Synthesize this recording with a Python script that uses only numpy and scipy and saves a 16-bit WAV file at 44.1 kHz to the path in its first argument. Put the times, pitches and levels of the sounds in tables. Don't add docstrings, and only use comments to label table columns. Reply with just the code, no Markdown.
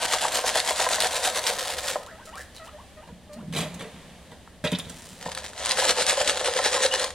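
import sys
import numpy as np
from scipy import signal
from scipy.fft import rfft, irfft, next_fast_len
from scipy.io import wavfile
from scipy.ndimage import uniform_filter1d

SR = 44100
rng = np.random.default_rng(int(sys.argv[2]) if len(sys.argv) > 2 else 0)


def materialize(psi):
    bounded = np.clip(np.atleast_2d(psi).T, -1, 1)
    quanta = np.round(bounded * 32767).astype(np.int16)
    wavfile.write(sys.argv[1], SR, quanta)


N = 314874
T = np.arange(N) / SR

# frequency_hz, coherence
COHERENCE = [(30, 0.68), (1000, 0.97), (3000, 0.86), (8000, 0.057)]
# frequency_hz, t60_s
ROOM_DECAY = [(150, 0.63), (600, 0.36), (4000, 0.41), (14000, 0.37)]
# frequency_hz, density_db
AMBIENT_SPECTRUM = [(12, -8), (20, -20), (74, -3.5), (123, -11), (198, -5.5), (337, -15), (590, -10.5),
                    (1400, -24.5), (1760, -17.5), (2390, -23), (3250, -20), (5380, -27.5), (9400, -26.5),
                    (14700, -41.5), (16000, -43)]
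# time_s, gain_db
HISS_DRIFT = [(2.2, 0.5), (2.9, 0), (3.2, -3.5), (4.0, 1.5), (4.6, -2.5), (4.9, 0)]

# crest_s, level_db, length_s
STROKES = [(0.036, -28.5, 0.053), (0.133, -25, 0.054), (0.238, -29, 0.058), (0.36, -25.5, 0.057),
           (0.48, -26.5, 0.047), (0.574, -24.5, 0.047), (0.692, -27, 0.06), (0.813, -25, 0.058),
           (0.931, -27, 0.066), (1.039, -25.5, 0.051), (1.155, -29, 0.069), (1.263, -25, 0.054),
           (1.373, -28.5, 0.048), (1.486, -27, 0.062), (1.602, -32, 0.083), (1.705, -30.5, 0.059),
           (1.786, -31.5, 0.022), (1.885, -31.5, 0.087), (5.603, -35, 0.04), (5.706, -30.5, 0.11),
           (5.796, -24, 0.031), (5.845, -26, 0.062), (5.898, -19, 0.025), (6.004, -24.5, 0.052),
           (6.103, -22, 0.046), (6.204, -26.5, 0.054), (6.288, -24, 0.042), (6.388, -30, 0.066),
           (6.47, -25.5, 0.032), (6.569, -29, 0.093), (6.662, -22, 0.037), (6.754, -25.5, 0.061),
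           (6.839, -21.5, 0.041), (6.943, -26, 0.032), (7.021, -29, 0.063)]
# crest_s, level_db, length_s
GRABS = [(5.218, -43, .05), (5.262, -41.5, 0.039), (5.319, -39.5, 0.022), (5.372, -37.5, 0.034),
         (5.449, -40.5, 0.055)]
# time_s, left_lead_us, left_over_right_db, treble_db
PACKET_POSITION = [(0, 21, .7, -1), (1.2, 21, .6, .5), (1.8, 20, .5, 5), (5.2, 44, 1.0, -1),
                   (6.2, 45, 1.1, -9), (7.1, 45, 1.2, -9)]
# time_s, ring_db, tightness (0 to 1)
GRIP = [(1.0, -0.06, 0), (1.8, -2, 0.83), (5.7, -2, 0.45), (5.9, 0.3, 0.88), (7, 0.3, .92)]
# frequency_hz, loose_db, tight_db, t60_s
PACKET_MODES = [(485, -3, -3, 0.052), (520.4, -6, 2, 0.07), (582, -5, 0.5, 0.056), (642, 1.5, -15.5, 0.043),
                (730, 0, -3, 0.0089), (740, 0, -5, 0.06), (868, -9.5, -5.5, 0.051), (940, 0.5, -13, 0.035),
                (1032, -4.5, -7.5, 0.052), (1288, -12, -10.5, 0.056), (1560, -5.5, -29, 0.042),
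                (1825, -6.5, -6, 0.02)]
# frequency_hz, density_db
PELLET_SPECTRUM = [(100, -21), (350, -7), (550, -18.5), (1150, -3.5), (1800, 2), (2350, -2.5), (3100, -.5),
                   (4100, 0.5), (5300, -5), (8300, -3.5), (10500, -8.5), (13000, -19), (16000, -26)]
# frequency_hz, gain_db
WRAPPER_RESPONSE = [(500, -13.5), (3000, -7), (8000, 2), (13000, 1.5)]
# start_s, level_db, pitch_hz
SNAPS = [(0.0536, -10, 1660), (.0824, -16, 4130), (0.142, -12, 6870), (0.1848, -14, 2200),
         (.2164, -10.5, 3970), (.25, -15, 1630), (0.2826, -10.5, 1860), (0.4922, -10.5, 2800),
         (.556, -13, 3210), (0.6016, -6, 4270), (0.706, -16, 1560), (0.761, -20, 4060), (0.845, -11, 1600),
         (.8894, -10, 2060), (0.932, -8.5, 4130), (.9584, -13.5, 4230), (1.004, -4.5, 4150),
         (1.022, -6, 3320), (1.045, -11, 1800), (1.0603, -15, 1720), (1.07, -11, 4340), (1.1117, -19, 2120),
         (1.2759, -9.5, 3380), (1.44, -15.5, 3300), (1.4674, -8, 3400), (1.4717, -7, 4830),
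         (1.884, -12, 4120), (1.9016, -13.5, 1850), (1.926, -25, 3320), (5.318, -24.5, 4500),
         (5.3497, -15.5, 4100), (5.375, -16, 1650), (5.446, -21.5, 1650), (5.533, -24.5, 1690),
         (5.6505, -12.5, 4500), (5.6593, -9.5, 7500), (5.6937, -9, 3730), (5.703, -11, 4110),
         (5.7107, -8.5, 4300), (5.718, -4, 4420), (5.7726, -11.5, 1770), (5.9068, -6, 3960),
         (5.923, -18, 1700), (6.022, -7, 1660), (6.066, -6, 4000), (6.096, -4.5, 4190), (6.1079, -9, 4130),
         (6.2145, -8, 1880), (6.276, -5.5, 3580), (6.296, -5.5, 3300), (6.446, -11, 2660),
         (6.663, -12, 1920), (6.863, -4.5, 4000), (6.997, -10, 3560), (7.02, -13, 1730), (7.0435, -8, 4160),
         (7.105, -19, 1830)]
# start_s, level_db
THUMPS = [(.136, -15), (.249, -15.5), (.387, -15), (.44, -18), (.556, -14.5), (.706, -17), (.795, -16.5),
          (.812, -18.5), (.864, -13.5), (.904, -18), (.983, -18), (1.035, -17), (1.052, -20), (1.272, -19),
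          (1.362, -23.5), (1.497, -22.5), (1.957, -14.5), (2.355, -35), (2.393, -36), (5.259, -22),
          (5.283, -25.5), (5.783, -18.5), (5.82, -18), (5.858, -17.5), (5.899, -16), (5.985, -18),
          (6.006, -16), (6.124, -16.5), (6.17, -17.5), (6.206, -16.5), (6.29, -22), (6.411, -16.5),
          (6.482, -17.5), (6.56, -19), (6.59, -15), (6.66, -12), (6.74, -19), (6.765, -17), (6.805, -20),
          (6.849, -12.5), (6.935, -20), (7.043, -22.5)]

# start_s, hold_s, slide_s, hold_hz, top_hz, lateness_exponent, leap_hz,
# hold_db, early_slide_db, top_db, overtones_db
WHIMPERS = [(2.004, 0.047, 0.071, 661, 1776, 0.69, 0, -44, -46, -39, -4),
            (2.113, 0.056, 0.075, 668, 1657, 0.84, 298, -46, -45, -47.5, -2),
            (2.268, 0.047, 0.11, 667, 1758, 0.57, 258, -45.5, -41.5, -35.5, 0.5),
            (2.593, 0.065, 0.042, 675, 1330, 0.99, -3, -44.5, -43.5, -41, 1.5),
            (2.725, .045, 0.051, 628, 1190, 0.83, 0, -44.5, -44, -52, -8),
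            (2.966, 0.047, 0.033, 645, 967, 0.95, 0, -46, -44, -45, -2),
            (3.289, 0.065, 0.07, 620, 1530, 1.56, 0, -45.5, -41, -58, -5)]
HARMONICS = [-2.5, -6.5, -13, -22, -34]
# frequency_hz, gain_db
THROAT_FORMANT = [(2400, 1), (3100, 4), (4300, -9)]
# crest_s, level_db, length_s
PAW_STEPS = [(2.031, -44.5, 0.0084), (2.071, -52, 0.012), (2.266, -48.5, 0.033), (2.389, -44.5, 0.046),
             (2.559, -48, 0.027), (2.656, -50.5, 0.025), (3.336, -46.5, 0.014)]
# start_s, peak_db, pitch_hz
SHAVING_CRACKS = [(2.0352, -32, 4000), (2.0638, -31, 3800), (2.356, -30, 4200), (2.583, -30, 3010)]

# time_s, level_db
TUB_STRAIN = [(3.03, -65), (3.1, -48), (3.33, -60), (3.375, -43), (3.6, -43), (3.9, -46), (4.3, -58.5),
              (4.62, -59), (4.76, -52), (5.3, -57)]
# frequency_hz, level_db, t60_s
TUB_MODES = [(92.5, -15, .09), (120, -9, 0.08), (150, -9, 0.065), (167.5, -0.5, 0.12), (211, -7, 0.048),
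             (250, -3.5, 0.071), (358, -16, 0.062), (463, -10.5, 0.089), (573, -8.5, 0.068)]
# start_s, jangle_db, boom_db
BLOWS = [(3.072, -44, -44), (3.793, -33.5, -44), (3.806, -29.5, -34), (4.315, -40, -41),
         (4.640, -24.5, -26), (4.648, -21.5, -24), (4.721, -31, -21.5), (4.735, -44, -23.5),
         (4.866, -45, -35), (5.259, -48, -33)]
# frequency_hz, density_db
JANGLE_SPECTRUM = [(100, -9), (350, 3), (550, 7), (950, 4.5), (1250, -1), (2000, -1.5), (2900, -2),
                   (3700, -1.5), (5000, -13), (9000, -12), (12000, -19), (16000, -42)]
# frequency_hz, level_db, t60_s
DOOR_MODES = [(465, 14, 0.11), (620, -2, 0.29), (885, -9, 0.21), (1320, 8.5, 0.14), (1600, 11, 0.16),
              (1860, 8, 0.13), (2030, 1, 0.23), (2420, 6, 0.3), (2600, -4, 0.57), (3300, 4, 0.22),
              (3300, -13, .22), (3700, -10, .15), (4000, 5, 0.15), (3800, -15, 0.4), (4770, 0, .15)]
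# frequency_hz, level_db, t60_s
BAR_MODES = [(4670, -6, 0.34), (6400, -1, 0.31), (6800, -7, .5), (7500, 2, 0.073), (8330, -16, .3),
             (9450, -8, .3), (11300, -3, .25), (13500, -19, .2), (14600, -16, .2)]
# start_s, peak_db
TOP_KNOCKS = [(3.088, -40), (3.425, -38), (3.566, -24.5), (3.622, -37), (3.658, -33.5), (3.823, -31.5),
              (3.851, -31), (4.318, -40), (4.642, -22), (4.664, -29), (4.722, -28.5)]
# frequency_hz, level_db, t60_s
TOP_MODES = [(458, -0.5, 0.17), (484, -2, 0.15), (601, 0, 0.18), (700, -2.5, 0.086), (960, -2, 0.086),
             (1430, -9, .12), (1700, -11, 0.089), (1990, -9, 0.09)]
# frequency_hz, density_db
BUZZ_SPECTRUM = [(300, -18), (900, -9), (1800, -9), (2600, 1), (3600, 7), (4200, 2.5), (4700, -5),
                 (5200, -2), (6000, -20), (16000, -45)]
# frequency_hz, level_db, t60_s
SHORT_WIRE_MODES = [(2000, -11, .07), (2180, -7, .06), (2380, -8, .07), (2570, -7, .12), (2990, -9, .06),
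                    (3170, -3, 0.067), (3370, -6, .05), (3499, -2, .06), (3770, -1, .05), (3920, -2, .055),
                    (4910, -13, .045)]
# start_s, level_db
BAR_PINGS = [(3.742, -45.5), (3.822, -49), (4.717, -37.5), (4.786, -35), (4.896, -37)]
# start_s, peak_db, rattle_s
DOOR_CHATTER = [(4.644, -25, .018), (4.673, -17.5, 0.007), (4.718, -26, 0.0036), (4.730, -25, 0.0037),
                (4.750, -19.5, .012), (4.797, -23.5, .006), (4.849, -40, .008)]


def amp(db):
    return 10 ** (np.asarray(db) / 20)


def unit_rms(x):
    return x / np.sqrt(np.mean(x ** 2) + 1e-20)


def unit_peak(x):
    return x / abs(x).max()


def at_frequency(points, hz):
    known_hz, value = np.transpose(points)
    return np.interp(np.log(hz + 1), np.log(known_hz + 1), value)


def add(mix, start_s, sound):
    part = mix[..., round(start_s * SR):][..., :sound.shape[-1]]
    part += sound[..., :part.shape[-1]]


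def through(x, response):
    return signal.fftconvolve(x, response)[:len(x)]


def colour(points, size=2048):
    log_gain = np.log(amp(at_frequency(points, abs(np.fft.fftfreq(size, 1 / SR)))))
    return np.fft.ifft(np.exp(np.conj(signal.hilbert(log_gain)))).real


def low_cut(x, hz):
    return signal.sosfilt(signal.butter(3, hz, "high", fs=SR, output="sos"), x)


def slow_noise(shape, span):
    return unit_rms(uniform_filter1d(rng.standard_normal(shape), span))


def ring(modes, spread_db=0., detune=0., size=32768):
    t = T[:size]
    draws = rng.standard_normal((len(modes), 3))
    out = np.zeros(size)
    for (hz, db, t60), (weight, shift, polarity) in zip(modes, draws):
        envelope = amp(db + spread_db * weight - 60 * t / t60)
        out += np.sign(polarity) * envelope * np.sin(2 * np.pi * hz * (1 + detune * shift) * t)
    return out


def impacts(size, per_s, spread_db):
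    strength = amp(spread_db * np.minimum(rng.exponential(1, size), 4)) * rng.choice([-1, 1], size)
    return strength * (rng.random(size) < per_s / SR)


def rattle(length_s):
    t = T[:2048]
    return (t == 0) + .5 * impacts(len(t), per_s=1500, spread_db=1) * np.exp(-(t / length_s) ** 2)


def swell(t, crest_s, db, length_s, rise_share):
    away = np.maximum((crest_s - t) / rise_share, (t - crest_s) / (1 - rise_share)) / length_s
    return amp(db) * np.exp(-.5 * away ** 1.63)


def diffuse(a, b):
    coherence = at_frequency(COHERENCE, np.fft.rfftfreq(len(a), 1 / SR))
    mid = rfft(a) * np.sqrt((1 + coherence) / 2)
    side = rfft(b) * np.sqrt((1 - coherence) / 2)
    return irfft([mid + side, mid - side], len(a))


def place(x, lead_us, left_db, early_db):
    size = next_fast_len(len(x) + 2048)
    hz, t = np.fft.rfftfreq(size, 1 / SR), T[:1024]
    early = diffuse(*(rng.standard_normal((2, len(t))) * np.exp(-t / .002) * (t > .0004)))
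    scatter = amp(early_db) * rfft(early / np.linalg.norm(early[0]), size) * hz / np.hypot(hz, 1500)
    lead_s = lead_us / 10 ** 6 * hz / np.hypot(hz, 3840)
    delay = np.exp(-2j * np.pi * hz * lead_s)
    direct = np.array([amp(left_db / 2) * np.ones_like(delay), amp(-left_db / 2) * delay])
    return irfft(rfft(x, size) * (direct + scatter), size)[:, :len(x)]


def room(x, wet_db):
    hz, t, spectra = signal.stft(rng.standard_normal((2, SR // 2)), SR, nperseg=256)
    decay = amp(-60 * t / at_frequency(ROOM_DECAY, hz)[:, None])
    build_up = 1 - np.exp(-t / 0.014)
    tail = diffuse(*signal.istft(spectra * decay * build_up, SR, nperseg=256)[1])
    return x + amp(wet_db) * signal.fftconvolve(x, tail / np.linalg.norm(tail[0]), axes=1)[:, :N]


def ambient_noise():
    response = colour(AMBIENT_SPECTRUM, size=16384)
    air = unit_rms(diffuse(*(through(rng.standard_normal(N), response) for _ in range(2))))
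    hiss = signal.sosfiltfilt(signal.butter(2, 400, "high", fs=SR, output="sos"), air)
    air += hiss * (amp(np.interp(T, *np.transpose(HISS_DRIFT))) - 1)
    drone = through(rng.standard_normal(N), ring([(71.0, 0, 0.2)]))
    return amp(-50) * air + amp(-55.5) * unit_rms(drone)


def in_hand(sound, s):
    when, *columns = np.transpose(PACKET_POSITION)
    lead_us, left_db, treble_db = (np.interp(s, when, column) for column in columns)
    sound = through(sound, colour([(10000, 0), (13000, treble_db)], size=256))
    return place(sound, lead_us + 3 * rng.standard_normal(), left_db, early_db=-4.5)


def crease(hz, rise_s=0.00018):
    t = T[:2048]
    burst = t / rise_s * np.exp(-t / rise_s)
    crack = through(burst * rng.standard_normal(len(t)), colour(PELLET_SPECTRUM, size=512))
    crack = through(crack, colour(WRAPPER_RESPONSE, size=256))
    tone = burst * np.sin(2 * np.pi * hz * t)
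    return unit_peak(unit_peak(crack) + amp(-0.5) * unit_peak(tone))


def packet_wall(s):
    when, _, tightness = np.transpose(GRIP)
    tight = np.interp(s, when, tightness)
    modes = [(hz, loose_db + tight * (tight_db - loose_db), t60)
             for hz, loose_db, tight_db, t60 in PACKET_MODES]
    knock = ring(modes, spread_db=1.8, detune=.012, size=4096)
    return low_cut(low_cut(knock, hz=380), hz=380)


def packet_strokes(moves, rise_share):
    out, pellet = np.zeros((2, N)), colour(PELLET_SPECTRUM, size=1024)
    when, ring_db, _ = np.transpose(GRIP)
    flex_limit_db, lag_s, linger_s = -34.5, 0.0014, 0.011
    for s, db, length_s in moves:
        t = np.arange(max(s - .17, 0), s + .17, 1 / SR)
        wall_db = min(db - 6.5, flex_limit_db) + np.interp(s, when, ring_db)
        wall_level = swell(t, s + lag_s, wall_db, length_s + linger_s, rise_share)
        crackle_level = swell(t, s, db - 5, length_s, rise_share)
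        pellets_per_s = 950 * amp(db + 26)
        for patch in range(3):
            pellets = through(impacts(len(t), pellets_per_s, spread_db=4.2), pellet)
            ticks = through(impacts(len(t), per_s=90, spread_db=2.2), crease(rng.uniform(2500, 8500)))
            crackle = unit_rms(pellets) + amp(-6.5) * unit_rms(ticks)
            wall = unit_rms(through(impacts(len(t), per_s=250, spread_db=2.0), packet_wall(s)))
            add(out, t[0], in_hand(crackle * crackle_level + wall * wall_level, s))
    return out


def wrapper_snaps(fade_s=0.0077):
    out, tick = np.zeros((2, N)), colour(PELLET_SPECTRUM, size=1024)
    t = T[:2048]
    for s, db, hz in SNAPS:
        flurry = unit_rms(through(impacts(len(t), per_s=2500, spread_db=2), tick)) * np.exp(-t / fade_s)
        add(out, s, in_hand(amp(db - 0.5) * (crease(hz) + amp(-19) * flurry), s))
    return out


def feed_thumps():
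    out = np.zeros((2, N))
    for s, db in THUMPS:
        thump = unit_peak(through(packet_wall(s), rattle(length_s=.005)))
        add(out, s, in_hand(amp(db - 0.5) * thump, s))
    return out


def feed_settling(crest_s=1.985):
    out = np.zeros((2, N))
    t = crest_s + np.arange(-.05, .25, 1 / SR)
    hum = unit_rms(through(impacts(len(t), per_s=600, spread_db=1), packet_wall(crest_s)))
    add(out, t[0], in_hand(hum * swell(t, crest_s, db=-42, length_s=0.05, rise_share=0.28), crest_s))
    return out


def voice(pitch_hz, overtones_db, edge_s):
    flutter_db, odd_fade_db, even_fade_db, rasp_db = 2.0, -2.5, -17, 3
    size = len(pitch_hz)
    jitter, rasp = slow_noise((2, SR // 4), span=70)[:, :size]
    shimmer = slow_noise((len(HARMONICS), SR // 4), span=450)[:, :size]
    octaves = np.maximum(np.log2(pitch_hz / pitch_hz[0]), 0)
    phase = 2 * np.pi * np.cumsum(pitch_hz * (1 + (.016 + .02 * octaves) * jitter)) / SR
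    tone = amp(HARMONICS[0] + flutter_db * octaves * shimmer[0]) * np.sin(phase)
    for k in range(2, len(HARMONICS) + 1):
        fade_db = octaves * (odd_fade_db if k % 2 else even_fade_db)
        source_db = HARMONICS[k - 1] + overtones_db + fade_db + 2 * shimmer[k - 1]
        tone += amp(source_db + at_frequency(THROAT_FORMANT, k * pitch_hz)) * np.sin(k * phase)
    hoarseness = 1 + amp(-14 + rasp_db * octaves) * rasp
    return np.sqrt(2) * tone * hoarseness * signal.windows.tukey(size, 2 * edge_s * SR / size)


def whimpers():
    out = np.zeros(N)
    sag_share, leap_at_share = 0.054, 0.56
    falter_s, falter_delay_s = 0.011, 0.0046
    for s, hold_s, slide_s, hold_hz, top_hz, lateness, leap_hz, *levels_db, overtones_db in WHIMPERS:
        t = np.arange(0, hold_s + slide_s, 1 / SR)
        progress = np.clip((t - hold_s) / slide_s, 0, 1)
        glide_hz = (top_hz - hold_hz - leap_hz) * np.sin(np.pi / 2 * progress ** lateness) ** 2
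        low_hz = hold_hz * (1 - sag_share * np.sin(np.pi * np.minimum(t / hold_s, 1)))
        pitch_hz = low_hz + glide_hz + leap_hz * (progress > leap_at_share)
        db = np.interp(t, [hold_s, hold_s + falter_s, hold_s + slide_s], levels_db)
        falter_db = -7.5 * np.exp(-((t - hold_s - falter_delay_s) / falter_s) ** 2)
        add(out, s, amp(db + falter_db) * voice(pitch_hz, overtones_db, edge_s=0.008))
    return out


def tub_echoes(x, count):
    taps = signal.unit_impulse(2048)
    delays = (SR * rng.uniform(.003, .022, count)).astype(int)
    taps[delays] += amp(-9) * rng.choice([-1, 1], count) / np.sqrt(count)
    return through(x, taps / np.linalg.norm(taps))


def dry_rustle():
    tick = colour([(200, 0.5), (700, 3.5), (2500, 1.5), (4500, 3.0), (9000, 3.0), (14000, -11)])
    return unit_rms(through(impacts(N, per_s=1100, spread_db=3.5), tick))


def paws(rustle):
    out = rustle * sum(swell(T, *step, rise_share=0.32) for step in PAW_STEPS)
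    for s, db, hz in SHAVING_CRACKS:
        add(out, s, amp(db) * crease(hz))
    return out


def chirp(length_s=0.074, from_hz=5000, to_hz=3440):
    pitch_hz = np.linspace(from_hz, to_hz, round(length_s * SR))
    breath = slow_noise(SR, span=50)[:len(pitch_hz)]
    tone = np.sin(2 * np.pi * np.cumsum(pitch_hz) / SR)
    return unit_rms(breath * tone * np.hanning(len(tone)))


def tub_rumble():
    s, db = np.transpose(TUB_STRAIN)
    slips = impacts(N, per_s=140, spread_db=2.2)
    level = amp(np.interp(T, s, db, left=-120, right=-120))
    return unit_rms(through(slips, ring(TUB_MODES[2:7]))) * level


def on_cage(sound):
    return place(sound, lead_us=-33.0, left_db=-1.0, early_db=-2.0)


def blow(jangle_db, boom_db):
    boom = unit_peak(ring(TUB_MODES, spread_db=0.5, detune=0.023))
    t = T[:len(boom)]
    double_decay = amp(-60 * t / 0.16) + amp(-16.5 - 60 * t / 2.15)
    jangle = unit_peak(through(rng.standard_normal(len(t)) * double_decay, colour(JANGLE_SPECTRUM)))
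    jangle += amp(-7) * unit_peak(ring(DOOR_MODES, spread_db=4, detune=0.012))
    attack = 1 - np.exp(-t / 0.00045)
    return (amp(jangle_db) * jangle + amp(boom_db + 3) * boom) * attack


def bar_ping(db):
    bar = unit_peak(ring(BAR_MODES, spread_db=1, detune=.003))
    t = T[:len(bar)]
    burst = rng.standard_normal(len(t)) * amp(-60 * t / 0.067)
    splash = through(burst, colour([(2000, -13.0), (5000, -12.0), (8500, -6.5), (15000, -19.5)]))
    return amp(db) * (amp(-5.5) * bar + amp(10) * unit_peak(splash))


def top_knock(db):
    response = ring(TOP_MODES, spread_db=2.5, detune=0.0097)
    return amp(db) * unit_peak(through(response, rattle(length_s=0.0052)))


def tub_groan(length_s=.19, from_hz=265, to_hz=163, sink_s=.06):
    t = T[:round(length_s * SR)]
    wobble, grit = slow_noise((2, SR), span=500)[:, :len(t)]
    pitch_hz = to_hz + (from_hz - to_hz) * np.exp(-(t / sink_s) ** 2)
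    phase = 2 * np.pi * np.cumsum(pitch_hz * (1 + .06 * wobble)) / SR
    return unit_rms(np.sin(phase) * (1 + .3 * grit) * signal.windows.tukey(len(t), .25))


def door_catch(start_s=3.526, slips=11, gap_s=.0108, release_s=3.582):
    out = np.zeros((2, N))
    for k in range(slips):
        arch = np.sin(np.pi * k / (slips - 1))
        s = start_s + gap_s * (k + arch * rng.uniform(-.5, .5))
        db = -35 + 8 * arch
        slip = blow(jangle_db=db, boom_db=db - 3.5) + bar_ping(db - 9)
        add(slip, 0, door_clack(db=-31.5 + 7 * arch, rattle_s=0.0084))
        add(out, s, on_cage(slip))
    add(out, release_s, on_cage(bar_ping(db=-32)))
    return out


def door_clack(db, rattle_s):
    contacts = np.pad(rattle(rattle_s), (0, 8192))
    wires = unit_peak(through(contacts, ring(SHORT_WIRE_MODES, spread_db=2.5, detune=.006)))
    buzz = unit_peak(through(contacts, colour(BUZZ_SPECTRUM)))
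    return amp(db) * unit_peak(buzz + amp(-3.5) * wires)


def cage():
    out = tub_rumble() + door_catch()
    for s, jangle_db, boom_db in BLOWS:
        add(out, s, on_cage(blow(jangle_db, boom_db) + bar_ping(jangle_db - 19.5)))
    for s, db, rattle_s in DOOR_CHATTER:
        add(out, s, on_cage(door_clack(db, rattle_s)))
    for s, db in TOP_KNOCKS:
        add(out, s, on_cage(top_knock(db)))
    for s, db in BAR_PINGS:
        add(out, s, on_cage(bar_ping(db) + blow(jangle_db=db - 2, boom_db=db - 2)))
    add(out, 3.355, on_cage(amp(-40) * tub_groan()))
    thin_wire = ring([(4380, 0, .2)], size=8192)
    add(out, 3.33, on_cage(amp(-50) * unit_peak(thin_wire)))
    dull_tick = ring([(905, -1, 0.014), (1330, 2, 0.01), (1700, -11, .012)], size=2048)
    add(out, 4.476, on_cage(amp(-34.5) * unit_peak(dull_tick)))
    return out


def sleeve(rustle):
    return rustle * swell(T, crest_s=5.0, db=-48, length_s=0.23, rise_share=0.34)


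def squeal(length_s=.029, start_hz=2770, rise=0.073):
    arch = np.sin(np.linspace(0, 2.4, round(length_s * SR)))
    return voice(start_hz * (1 + rise * arch), overtones_db=-18, edge_s=0.0037)


def scene():
    calls = whimpers()
    add(calls, 6.910, amp(-28.5) * squeal())
    add(calls, 2.53, amp(-53) * chirp())
    calls = tub_echoes(calls, count=6)
    rustle = dry_rustle()
    in_tub = place(calls + paws(rustle) + sleeve(rustle), lead_us=0, left_db=0, early_db=-8)
    door = low_cut(cage(), hz=68.6)
    packet = packet_strokes(STROKES, rise_share=0.49) + packet_strokes(GRABS, rise_share=0.18)
    packet += wrapper_snaps() + feed_thumps() + feed_settling()
    return room(packet, wet_db=-14) + room(in_tub, wet_db=-9.5) + room(door, wet_db=-14) + ambient_noise()


def record(dry):
    excess = np.maximum(abs(dry) - .5, 0)
    rounded = dry - np.sign(dry) * (excess - .3 * np.tanh(excess / .3))
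    low_pass = signal.firwin(511, 15950, window=("kaiser", 9), fs=SR)
    return signal.oaconvolve(rounded, low_pass[None], "same")


dry = scene()
out = record(dry)
materialize(out)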